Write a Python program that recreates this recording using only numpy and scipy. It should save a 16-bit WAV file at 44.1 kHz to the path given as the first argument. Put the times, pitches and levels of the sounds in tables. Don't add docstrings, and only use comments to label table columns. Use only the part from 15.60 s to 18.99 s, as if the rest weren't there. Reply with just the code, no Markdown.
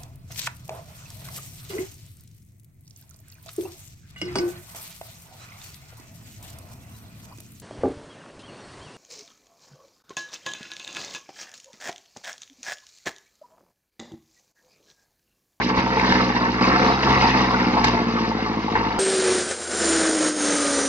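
import sys
import numpy as np
from scipy import signal
from scipy.fft import rfft, irfft
from scipy.io import wavfile
from scipy.ndimage import uniform_filter1d, map_coordinates

SR = 44100
rng = np.random.default_rng(int(sys.argv[2]) if len(sys.argv) > 2 else 0)


def wrap_up_sound(samples):
    columns = np.atleast_2d(samples).T
    tamed = np.clip(columns, -1, 1)
    steps = np.round(tamed * 32767).astype(np.int16)
    wavfile.write(sys.argv[1], SR, steps)


N = 149499

# pitch_hz, level_db, t60_s
HOOD_MODES = [(434.3, -2.5, 0.11), (526, -3.5, 0.13), (695, -6.5, 0.053), (728.3, -4.5, 0.099),
              (871.5, -1.5, 0.081), (914, 0, 0.1), (1013, 0.5, 0.02), (1139.5, 2.5, 0.033),
              (1344, -0.5, 0.02)]
# pitch_hz, level_db, t60_s
FLAIL_MODES = [(1520, -2, 0.03), (1766, 4, 0.03), (1912, 1, 0.042), (2114, 3, 0.016), (2356, -3, 0.018),
               (2470, -7.5, 0.025), (2523, -4.5, 0.036), (2750, -9, 0.075)]


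def undb(db):
    return 10 ** (np.asarray(db) / 20)


def unit(x):
    return x / np.sqrt(np.mean(x ** 2))


def curve(table, column=1):
    rows = np.array(table, float)
    return np.interp(np.arange(N) / SR, rows[:, 0], rows[:, column])


def over_hz(table):
    rows = np.array(table, float)
    return np.interp(np.log(np.arange(N // 2 + 1) * SR / N + 1), np.log(rows[:, 0] + 1), rows[:, 1])


def colour(x, eq):
    return unit(irfft(rfft(x) * undb(over_hz(eq)), N))


def ring(x, hz, t60):
    pole = np.exp(2j * np.pi * hz / SR - np.log(1000) / (t60 * SR))
    return signal.lfilter([1], [1, -pole], x).imag


def band(x, hz, width_hz):
    return signal.lfilter(*signal.iirpeak(hz, hz / width_hz, fs=SR), x)


def steep_band(x, hz, width_hz):
    return band(band(x, hz, width_hz), hz, width_hz)


def wander(rate_hz):
    hold = int(SR / rate_hz)
    steps = np.repeat(rng.standard_normal(N // hold + 1), hold)
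    return 1.05 * uniform_filter1d(uniform_filter1d(steps, hold), hold)[:N]


def grains(per_s, spread_db, biggest_db=14):
    chance, polarity, size = rng.random((N, 3)).T
    level_db = np.minimum(-spread_db * np.log(1 - size), biggest_db)
    return (chance < per_s / SR) * np.sign(polarity - .5) * undb(level_db)


def burst(start_s, db, decay_s):
    hits = np.zeros(N)
    hits[(np.array(start_s) * SR).astype(int)] = undb(db)
    return signal.lfilter([1], [1, -np.exp(-1 / (decay_s * SR))], hits)


def struck_steel(blows, modes, shift_db):
    ringing = sum((-1) ** k * undb(db + shift_db * wander(14)) * ring(blows, hz, t60) / np.sqrt(t60)
                  for k, (hz, db, t60) in enumerate(modes))
    return signal.sosfilt(signal.butter(3, 380, "high", fs=SR, output="sos"), ringing)


def stem_thuds():
    # start_s, level_db
    thuds = [(0.181, -23), (0.503, -24.5), (1.47, -24.5), (1.552, -23), (2.256, -25), (3.151, -33.5)]
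    start_s, level_db = np.array(thuds).T
    return burst(start_s, level_db, decay_s=.022) * unit(steep_band(rng.standard_normal(N), 114, 90))


def stalk_snap():
    # start_s, level_db, centre_hz
    snaps = [(2.2405, -19, 4200), (2.244, -7.5, 4200), (2.271, -16.5, 3000), (2.283, -16.5, 3000)]
    start_s, level_db, _ = np.array(snaps).T
    noise = rng.standard_normal(N)
    cracks = sum(burst([at], db, decay_s=.005) * band(noise, hz, 1.5 * hz) for at, db, hz in snaps)
    ping = ring(burst(start_s, level_db, decay_s=.00005), FLAIL_MODES[3][0], t60=.044)
    return cracks + undb(-15.5) * ping


def lump_knocks():
    # start_s, level_db, crack_offset_db, pitch_hz
    knocks = [(0.16, -21, -17.5, 1180), (0.269, -6.5, -20, 940), (0.371, -4.5, -18, 874),
              (0.396, -9, 3, 934), (0.412, -10.5, -6.5, 902), (0.432, -12, -9, 1030),
              (0.523, -7.5, -2, 940), (0.701, -7, -7.5, 837), (0.749, -10.5, -38, 856),
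              (0.764, -5.5, -7, 963), (0.831, -10.5, -16, 1093), (1.012, -7, -9.5, 864),
              (1.044, -26, -14, 1130), (1.06, -9.5, -12, 1010), (1.187, -11, -15, 814),
              (1.234, -15, -15, 890), (1.299, -3.5, -21, 705), (1.431, -21.5, -20, 900),
              (1.472, 0, -18.5, 1130), (1.5, -8.5, -16, 844), (1.53, -5, -14.5, 1118), (1.612, -4, -5, 914),
              (1.63, -8, -17, 930), (1.668, -18.5, -6.5, 946), (1.689, -13, -17, 934),
              (1.775, -10, -7.5, 1177), (1.811, -3.5, -18, 1140), (1.908, -6, -8, 1105),
              (1.94, -5, -10, 933), (1.944, -6, -12, 1460), (1.97, -19, -22, 920), (1.999, -8, -2, 1816),
              (2.17, -2, -19, 935), (2.239, -10, -8.5, 924), (2.372, -7.5, -16.5, 910),
              (2.574, -10.5, -13, 1250), (2.716, -8.5, -19.5, 910), (2.788, -12.5, -34, 760),
              (2.862, -9, -21, 1146), (2.973, -18, -17, 1060), (3.081, -10.5, -20.5, 874),
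              (3.154, -7.5, -5.5, 982), (3.161, -9.5, -7.5, 985), (3.174, -17, -8, 1024),
              (3.229, -12.5, -26.5, 1097)]
    start_s, level_db, crack_offset_db, pitch_hz = np.array(knocks).T
    strike_db, tone_db = level_db - 15.5, level_db - 6.5
    crack_db = strike_db + crack_offset_db
    hood = struck_steel(burst(start_s, strike_db, decay_s=.000067), HOOD_MODES, shift_db=3)
    clank = struck_steel(burst(start_s, crack_db, decay_s=.00005), FLAIL_MODES, shift_db=-6.5)
    cracks = burst(start_s, crack_db, decay_s=.008) * band(rng.standard_normal(N), 2600, 3400)
    attack_s, t60_s = .00039, .059
    tones = np.zeros(N)
    for at, db, hz in zip(start_s, tone_db, pitch_hz):
        age_s = (np.arange(N) / SR - at).clip(0)
        envelope = undb(db - 60 * age_s / t60_s) * (1 - np.exp(-age_s / attack_s))
        tones += envelope * np.sin(2 * np.pi * hz * age_s)
    return undb(-30.5) * hood + undb(-22.5) * clank + cracks + tones


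def shred_crackle():
    # freq_hz, gain_db
    shred_eq = [(1650, -26), (2800, -8), (3280, -15.5), (3890, -9), (4230, -11), (4900, -10), (6100, -19),
                (7240, -32.5), (7900, -53), (9000, -16.5), (9600, -24.5), (15900, -120)]
    pitches_hz = np.geomspace(2600, 7200, num=16) * (1 + .02 * rng.standard_normal(16))
    cracks = sum(ring(grains(per_s=120, spread_db=3.5), hz, t60=.02) * np.sqrt(hz) for hz in pitches_hz)
    bent_time = np.cumsum(1 + .06 * wander(9))
    cracks = map_coordinates(cracks, [bent_time], order=3, mode="mirror")
    hiss = band(rng.standard_normal(N), 6800, 7500)
    return colour(unit(cracks) + undb(-.5) * unit(hiss), shred_eq)


def mulcher():
    # time_s, hood_db, crackle_db, flail_db
    feed = [(0.0, -19.5, -42, -30), (0.02, -27.5, -34, -23), (0.04, -31, -31.5, -36),
            (0.07, -35, -37.5, -30.5), (0.1, -22.5, -32, -27.5), (0.13, -28.5, -41, -32),
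            (0.19, -20, -30.5, -22.5), (0.24, -26.5, -36.5, -31.5), (0.55, -20.5, -26.5, -23),
            (0.7, -26.5, -35, -30.5), (0.74, -29, -37.5, -28), (0.76, -27, -30.5, -25.5),
            (0.79, -23.5, -33.5, -30.5), (0.85, -25.5, -36, -30), (1.006, -29.5, -35.5, -32),
            (1.013, -21, -31, -27), (1.13, -20, -30, -21.5), (1.17, -24.5, -33.5, -28),
            (1.26, -18, -27, -24), (1.42, -28, -33.5, -30.5), (1.43, -23.5, -24.5, -25),
            (1.48, -18.5, -29, -26), (1.55, -20, -24.5, -23), (1.6, -21, -24.5, -28.5),
            (1.65, -17.5, -28, -22), (1.69, -22.5, -25.5, -21), (1.72, -24.5, -28, -23),
            (1.76, -18.5, -30, -23.5), (1.83, -19, -28.5, -24.5), (1.89, -27.5, -34, -29.5),
            (1.92, -23.5, -33, -33), (1.97, -23, -33.5, -25.5), (2.05, -25.5, -31.5, -29.5),
            (2.13, -24.5, -33, -27), (2.165, -26.5, -36, -33.5), (2.172, -17.5, -32.5, -28),
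            (2.236, -28, -32, -28.5), (2.243, -18.5, -20.5, -21.5), (2.26, -22.5, -26, -25),
            (2.3, -23, -30.5, -27), (2.44, -26.5, -35.5, -34), (2.55, -31, -39, -34),
            (2.6, -27.5, -36, -31), (2.72, -30.5, -37, -36.5), (2.82, -31.5, -38, -34.5),
            (2.95, -28, -40, -34), (3.07, -34, -38, -37.5), (3.09, -27, -37, -39),
            (3.151, -30.5, -39.5, -31), (3.156, -18, -39, -23.5), (3.19, -27, -36.5, -27),
            (3.37, -27.5, -39.5, -34.5), (3.39, -20, -36, -42.5)]
    # freq_hz, gain_db
    rumble_eq = [(20, -20.5), (35, -19.5), (80, -13.5), (150, -16.5), (220, -5), (380, -9), (450, -8.5),
                 (600, -17), (890, -5), (1300, -21), (1700, -77)]
    blows = grains(per_s=650, spread_db=8)
    crackle = shred_crackle()
    rumble = colour(rng.standard_normal(N), rumble_eq)
    hood = unit(struck_steel(blows, HOOD_MODES, shift_db=3.5))
    flails = unit(struck_steel(blows, FLAIL_MODES, shift_db=3))
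    flicker_db = 2.6 * wander(39.66)
    return (undb(curve(feed, column=1)) * (hood + undb(-3) * rumble)
            + undb(curve(feed, column=2) + flicker_db) * crackle
            + undb(curve(feed, column=3)) * flails)


def exhaust(firings):
    cylinder_db = [4, 3, -4.5, -6]
    # (a tick is 1/60 s, about one firing)
    manifold_ticks = [0.0094, 0.01, 0.022, -0.012]
    # pitch_hz, nominal_width_hz, level_db
    pipe_modes = [(200.8, 23, -8), (212.3, 48, -14), (234.1, 44, -2), (258.2, 159, -0.5), (303, 63, -13),
                  (425, 109, -11), (517, 72, -31)]
    # time_s, level_db
    thump_level = [(0, -24.5), (.2, -24), (.35, -28.5), (.57, -19.5), (.75, -25), (.99, -26), (1.02, -19.5),
                   (1.3, -25.5), (1.4, -28.5), (1.48, -23.5), (1.6, -24.5), (1.8, -24), (2.05, -22),
                   (2.2, -24.5), (2.6, -23.5), (2.85, -26.5), (3.1, -24), (3.39, -29.5)]
    count = (firings + .14).astype(int)
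    onsets = np.flatnonzero(np.diff(count)) + 1
    cylinder = count[onsets] % 4
    scatter_db, jitter = rng.standard_normal((len(onsets), 2)).T
    delay_ticks = np.array(manifold_ticks)[cylinder] + .003 * jitter
    arrivals = np.clip(onsets + (delay_ticks * SR / 60).astype(int), 0, N - 1)
    pulses = np.zeros(N)
    pulses[arrivals] = undb(np.array(cylinder_db)[cylinder] + scatter_db)
    pipe = sum(undb(db) * steep_band(pulses, hz, 1.1 * width) / np.sqrt(width)
               for hz, width, db in pipe_modes)
    return undb(curve(thump_level)) * unit(pipe)


def diesel_engine():
    # time_s, firing_rate_hz
    speed = [(0.0, 60.82), (0.199, 62.71), (0.399, 64.23), (0.598, 62.14), (0.798, 60.38), (0.997, 61.68),
             (1.196, 64.16), (1.396, 67.12), (1.595, 65.59), (1.795, 63.77), (1.994, 61.68), (2.194, 60.55),
             (2.393, 59.32), (2.592, 56.94), (2.792, 54.4), (2.991, 54.45), (3.191, 54.48), (3.39, 52.29)]
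    # firing_rate_multiple, level_db, polarity
    partials = [(1, 0.5, 1), (2, 5.5, -0.62), (3, -5, 0.67)]
    # time_s, level_db
    boom_level = [(0.0, -41), (0.57, -35.5), (0.84, -39.5), (1.33, -34.5), (1.41, -38), (1.49, -29),
                  (2.13, -39.5), (2.27, -32), (2.46, -40), (3.13, -43), (3.17, -36), (3.39, -45)]
    firings = 1.04 + np.cumsum(curve(speed)) / SR
    thump = exhaust(firings)
    boom = sum(sign * undb(db) * np.sqrt(2) * np.cos(2 * np.pi * k * firings) for k, db, sign in partials)
    clatter = np.exp(-(firings % 1)) * steep_band(rng.standard_normal(N), 2500, 3000)
    return thump + undb(curve(boom_level)) * boom + undb(-43) * unit(clatter)


def scene():
    # freq_hz, likeness (0-1)
    port_likeness = [(100, .98), (500, .94), (1200, .8), (2500, .55), (6000, .5)]
    # freq_hz, delay_s
    port_lag = [(500, .00014), (1300, 0.00018), (1750, 0.00024), (2150, 0.000077), (2850, 0.000066),
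                (3500, 0.00011), (6000, 0.00005)]
    # freq_hz, left_minus_right_db
    port_balance = [(60, 2), (100, -0.5), (170, 1.2), (290, -2), (490, 6), (830, -0.5), (1400, 0),
                    (2370, -0.5), (4010, 2), (6790, -7)]
    side = np.array([[.5], [-.5]])
    hz = np.arange(N // 2 + 1) * SR / N
    left_delay = np.exp(-2j * np.pi * (side + .5) * hz * over_hz(port_lag))
    ports = left_delay * undb(side * over_hz(port_balance))
    notch_hz, notch_width_hz, notch_depth = 571, 43.6, .42
    ground = 1 - notch_depth / (1 + ((hz - notch_hz) / notch_width_hz) ** 2)
    pan_db_per_s = .5
    pan = undb(side * pan_db_per_s * (np.arange(N) - N / 2) / SR)
    likeness = over_hz(port_likeness)
    centre = np.sqrt((1 + likeness) / 2) * rfft(mulcher())
    centre += rfft(diesel_engine() + lump_knocks() + stem_thuds() + stalk_snap())
    scattered = 2 * side * np.sqrt((1 - likeness) / 2) * rfft(mulcher())
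    return pan * irfft(ports * ground * (centre + scattered), N)


def record(dry):
    dull_hz, shelf_hz, top_hz = 5910, 7070, 9700
    ceiling, shelf_db = .7, -11.5
    dull = signal.sosfilt(signal.butter(3, dull_hz, fs=SR, output="sos"), dry)
    rounded = ceiling * np.tanh(dull / ceiling)
    body = signal.sosfiltfilt(signal.butter(12, shelf_hz, fs=SR, output="sos"), rounded)
    shelved = body + undb(shelf_db) * (rounded - body)
    return signal.sosfilt(signal.ellip(10, .2, 60, top_hz, fs=SR, output="sos"), shelved)


dry = scene()
out = record(dry)
wrap_up_sound(out)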